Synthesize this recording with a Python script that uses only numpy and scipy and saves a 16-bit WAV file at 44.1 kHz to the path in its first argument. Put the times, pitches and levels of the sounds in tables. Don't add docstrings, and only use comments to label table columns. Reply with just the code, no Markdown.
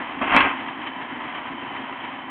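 import sys
import numpy as np
from scipy import signal
from scipy.fft import rfft, irfft
from scipy.io import wavfile
from scipy.ndimage import uniform_filter1d

SR = 44100
rng = np.random.default_rng(int(sys.argv[2]) if len(sys.argv) > 2 else 0)


def inscribe(sig):
    pcm = np.round(np.clip(np.atleast_2d(sig).T, -1, 1) * 32767)
    wavfile.write(sys.argv[1], SR, pcm.astype(np.int16))


N = 101429

# f/Hz, level/dB
STALK_SPECTRUM = [(150, -32), (450, -10), (720, 1.5), (1050, 6), (1350, -2), (2050, 1.5), (2300, -3),
                  (2900, -6), (3200, -4.5), (3450, -16.5), (3900, -26.5), (4400, -50.5)]
# t/s, level/dB
CUTTING_ENVELOPE = [(0, -32), (.2, -34.5), (.6, -33), (.95, -35), (1.4, -33), (1.62, -35.5), (1.8, -34),
                    (2.14, -35), (2.3, -39.5)]
# t/s, level/dB, treble gain/dB
STEM_SNAPS = [(.594, -30.5, 1.5), (.675, -36.5, 7.5), (.858, -37.5, 12.5), (1.01, -35, 4.5),
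              (1.218, -40, -5), (1.368, -31, 1.5), (1.752, -32.5, 5), (1.914, -40.5, 5.5),
              (2.034, -38.5, 9.5)]
# multiple of the flail drive's rate, level/dB
WHIRR_ORDERS = [(17, -56.5), (20, -50.5), (21, -50.5), (22, -53)]
# f/Hz, level/dB
DEBRIS_SPECTRUM = [(25, -20), (60, -12), (160, -14), (280, -2), (480, -11), (750, -2.5), (1050, 0),
                   (1350, -2), (2000, -4), (2700, -4), (2900, -14.5), (3200, -7.5), (3500, -23),
                   (3900, -34.5), (4400, -51)]
# t/s, level/dB
CHURN_ENVELOPE = [(.204, -45), (.217, -22.5), (.255, -26.5), (.28, -24), (.31, -20), (.35, -14.5),
                  (.375, -17.5), (.41, -19), (.46, -18.5), (.515, -28), (.55, -35), (.62, -54)]
# t/s, level/dB, treble gain/dB
FLAIL_BLOWS = [(.262, -25, -8.5), (.275, -16.5, -6.5), (0.321, -14.5, -7), (.335, -10, -5.5),
               (.346, -12.5, -1), (.363, -10.5, 6), (.373, -16, 7), (.388, -19.5, 3.5), (.403, -13.5, 4.5),
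               (.413, -18, 4), (.43, -18.5, 1.5), (.462, -27, 5), (.508, -23, -0.5)]
# t/s, level/dB
CLOD_KNOCKS = [(.21, -15.5), (.343, -18), (.402, -25.5), (.446, -23.5)]
# f/Hz, level/dB
CLOD_SPECTRUM = [(25, -11.5), (60, -0.5), (110, -2), (180, -2.5), (260, 16), (420, -7), (700, 10),
                 (1100, -2.5), (1700, -2), (2300, -18), (4000, -45)]
# f/Hz, T60/s, level/dB
HOOD_MODES = [(255.3, 0.16, -3.5), (736, 0.28, -12), (920, 0.23, -3.5), (1043.6, 0.24, -0.5),
              (1093, 0.07, -6), (1577, 0.15, -2), (2000, 0.12, -4), (2100, 0.14, -1.5), (2354, 0.14, -3.5),
              (2620, 0.072, -6), (2800, 0.043, -10.5), (2960, 0.088, -5.5)]
# multiple of the crank rate, level/dB
DRONE_ORDERS = [(10, -51), (11, -46.5), (12, -53), (13, -50.5), (14, -55.5)]
# t/s, level/dB
DRONE_ENVELOPE = [(0, 4.5), (.6, 1.5), (1.02, -0.5), (1.14, 1.5), (1.44, -2.5), (1.54, 9), (1.66, -7),
                  (1.76, -5), (1.82, 6.5), (1.89, -5), (2.03, -0.5), (2.3, -1)]
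# f/Hz, level/dB
BLOCK_SPECTRUM = [(300, -41.5), (600, -13), (800, -4.5), (1030, 2), (1180, -4), (1350, -13.5),
                  (2000, -10.5), (2500, -26.5), (4000, -50.5)]
# f/Hz, level/dB
RUMBLE_SPECTRUM = [(20, -40.5), (55, -9), (110, -3.5), (190, -1), (270, 6.5), (350, 2), (460, -5.5),
                   (900, -15), (3000, -39.5)]


def cutting(patchy_db=1.0):
    fractures = clicks(per_s=4500, spread_db=2) * undb(patchy_db * wander(60))
    stalks = envelope(CUTTING_ENVELOPE) * colour(fractures, STALK_SPECTRUM)
    return stalks + rasps(STEM_SNAPS, STALK_SPECTRUM, attack_s=.014, decay_s=.012)


def rotor(drive_hz=48.06, drift=.002, whine_hz=3053, whine_db=-51):
    whine = resonant_band(rng.standard_normal(N), whine_hz, width_hz=33)
    turns = np.cumsum(drive_hz * (1 + drift * wander(8))) / SR
    return harmonics(turns, WHIRR_ORDERS, waver_db=4) + undb(whine_db) * whine


def bite(direct_db=-3, ring_db=-9.5, peak_s=.3642, peak_db=6.5):
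    chips = colour(clicks(per_s=5300, spread_db=2.8), DEBRIS_SPECTRUM) * envelope(CHURN_ENVELOPE)
    blows = rasps(FLAIL_BLOWS, DEBRIS_SPECTRUM, attack_s=.003, decay_s=.0075)
    clods = colour(rng.standard_normal(N), CLOD_SPECTRUM)
    clods *= strikes(CLOD_KNOCKS, attack_s=.007, decay_s=.018)
    spike = colour(signal.unit_impulse(N, int(peak_s * SR)), DEBRIS_SPECTRUM)
    crack = undb(peak_db) * spike / spike.max()
    hits = chips + blows + clods
    return undb(direct_db) * hits + undb(ring_db) * hood(hits) + crack


def hood(hits):
    ring = sum(undb(db) * resonate(hits, hz, np.log(1000) / (np.pi * t60)) for hz, t60, db in HOOD_MODES)
    return unit(ring) * np.std(hits)


def engine(crank_hz=24.07, drift=.0015, weak_db=-5, scatter_db=5, clatter_db=-45, rumble_db=-43):
    turns = np.cumsum(crank_hz * (1 + drift * wander(3.3))) / SR
    onsets = np.flatnonzero(np.diff(np.floor(2 * turns), prepend=-1))
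    is_weak = np.arange(len(onsets)) % 2
    scatter = rng.standard_normal(200)[:len(onsets)]
    firings = np.zeros(N)
    firings[onsets] = undb(weak_db * is_weak + scatter_db * scatter)
    drone = exhaust(firings, turns)
    clatter = undb(clatter_db) * block(firings)
    rumble = undb(rumble_db) * colour(rng.standard_normal(N), RUMBLE_SPECTRUM)
    throb = unit(undb(2 * wander(55)))
    return (drone + rumble) * throb + clatter


def exhaust(firings, turns, pipe_hz=276.8, puff_s=.0099, puff_db=-48):
    puffs = signal.fftconvolve(firings, decay(puff_s))[:N] * rng.standard_normal(N)
    pipe = undb(puff_db) * resonant_band(puffs, pipe_hz, width_hz=92)
    return envelope(DRONE_ENVELOPE) * (harmonics(turns, DRONE_ORDERS, waver_db=3) + pipe)


def block(firings, decay_s=.011, repeat_share=.48):
    fade = decay(decay_s)
    alike = signal.fftconvolve(firings, fade * rng.standard_normal(len(fade)))[:N]
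    loose = signal.fftconvolve(firings, fade)[:N] * rng.standard_normal(N)
    return colour(repeat_share * unit(alike) + (1 - repeat_share) * unit(loose), BLOCK_SPECTRUM)


def tree_echo(sound, t60_s=.38):
    age = np.arange(SR // 2) / SR
    response = rng.standard_normal(len(age)) * undb(-60 * age / t60_s)
    return signal.fftconvolve(sound, response / np.linalg.norm(response))[:N]


def clicks(per_s, spread_db):
    size = undb(spread_db * np.minimum(rng.exponential(size=N), np.pi + 1))
    return (rng.random(N) < per_s / SR) * size * np.sign(rng.standard_normal(N))


def rasps(rows, spectrum, attack_s, decay_s, split_hz=1100):
    noise = colour(rng.standard_normal(N), spectrum)
    body = signal.sosfiltfilt(signal.butter(2, split_hz, fs=SR, output="sos"), noise)
    body_gain = strikes([(s, db) for s, db, _ in rows], attack_s, decay_s)
    treble_gain = strikes([(s, db + treble) for s, db, treble in rows], attack_s, decay_s)
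    return body * body_gain + (noise - body) * treble_gain


def strikes(rows, attack_s, decay_s):
    gain = np.zeros(N)
    for start, db in rows:
        age = np.maximum(np.arange(N) / SR - start, 0)
        rise = np.minimum(age / attack_s, 1)
        gain += undb(db) * rise * np.exp(-np.maximum(age - attack_s, 0) / decay_s)
    return gain


def harmonics(turns, rows, waver_db):
    tones = np.zeros(N)
    for order, db in rows:
        waver = undb(waver_db * wander(13))
        tones += undb(db) * unit(waver * np.sin(2 * np.pi * (order * turns + rng.random())))
    return tones


def colour(x, spectrum, size=8192):
    hz, db = np.array(spectrum).T
    bin_hz = np.arange(size // 2 + 1) * SR / size
    log_gain = np.log(undb(np.interp(np.log(bin_hz + 1), np.log(hz), db)))
    cepstrum = irfft(log_gain)[:size // 2]
    cepstrum[1:] *= 2
    response = irfft(np.exp(rfft(cepstrum, size)))[:size // 2]
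    return unit(signal.fftconvolve(x, response)[:N])


def resonate(x, hz, width_hz):
    return signal.lfilter(*signal.iirpeak(hz, hz / width_hz, fs=SR), x)


def resonant_band(x, hz, width_hz):
    return unit(resonate(resonate(x, hz, width_hz), hz, 2 * width_hz))


def low_pass(x, hz):
    return signal.sosfilt(signal.ellip(8, .2, 80, hz, fs=SR, output="sos"), x)


def wander(per_s):
    hold = int(SR / per_s)
    steps = np.repeat(rng.standard_normal(N // hold + 2), hold)
    return unit(uniform_filter1d(uniform_filter1d(steps, hold), hold)[:N])


def decay(decay_s):
    age = np.arange(SR // 10) / SR
    return np.exp(-age / decay_s)


def envelope(rows):
    return undb(np.interp(np.arange(N) / SR, *np.array(rows).T))


def undb(db):
    return 10 ** (np.asarray(db) / 20)


def unit(x):
    return x / np.sqrt(np.mean(x ** 2))


def scene(echo_db=-14):
    machine = engine() + cutting() + rotor() + bite()
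    return (machine + undb(echo_db) * tree_echo(machine))[None]


def record(dry, saturation=.75, mic_top_hz=4250, full_scale=.7):
    dull = low_pass(saturation * np.tanh(dry / saturation), mic_top_hz)
    return low_pass(np.clip(dull, -full_scale, full_scale), hz=15500)


dry = scene()
out = record(dry)
inscribe(out)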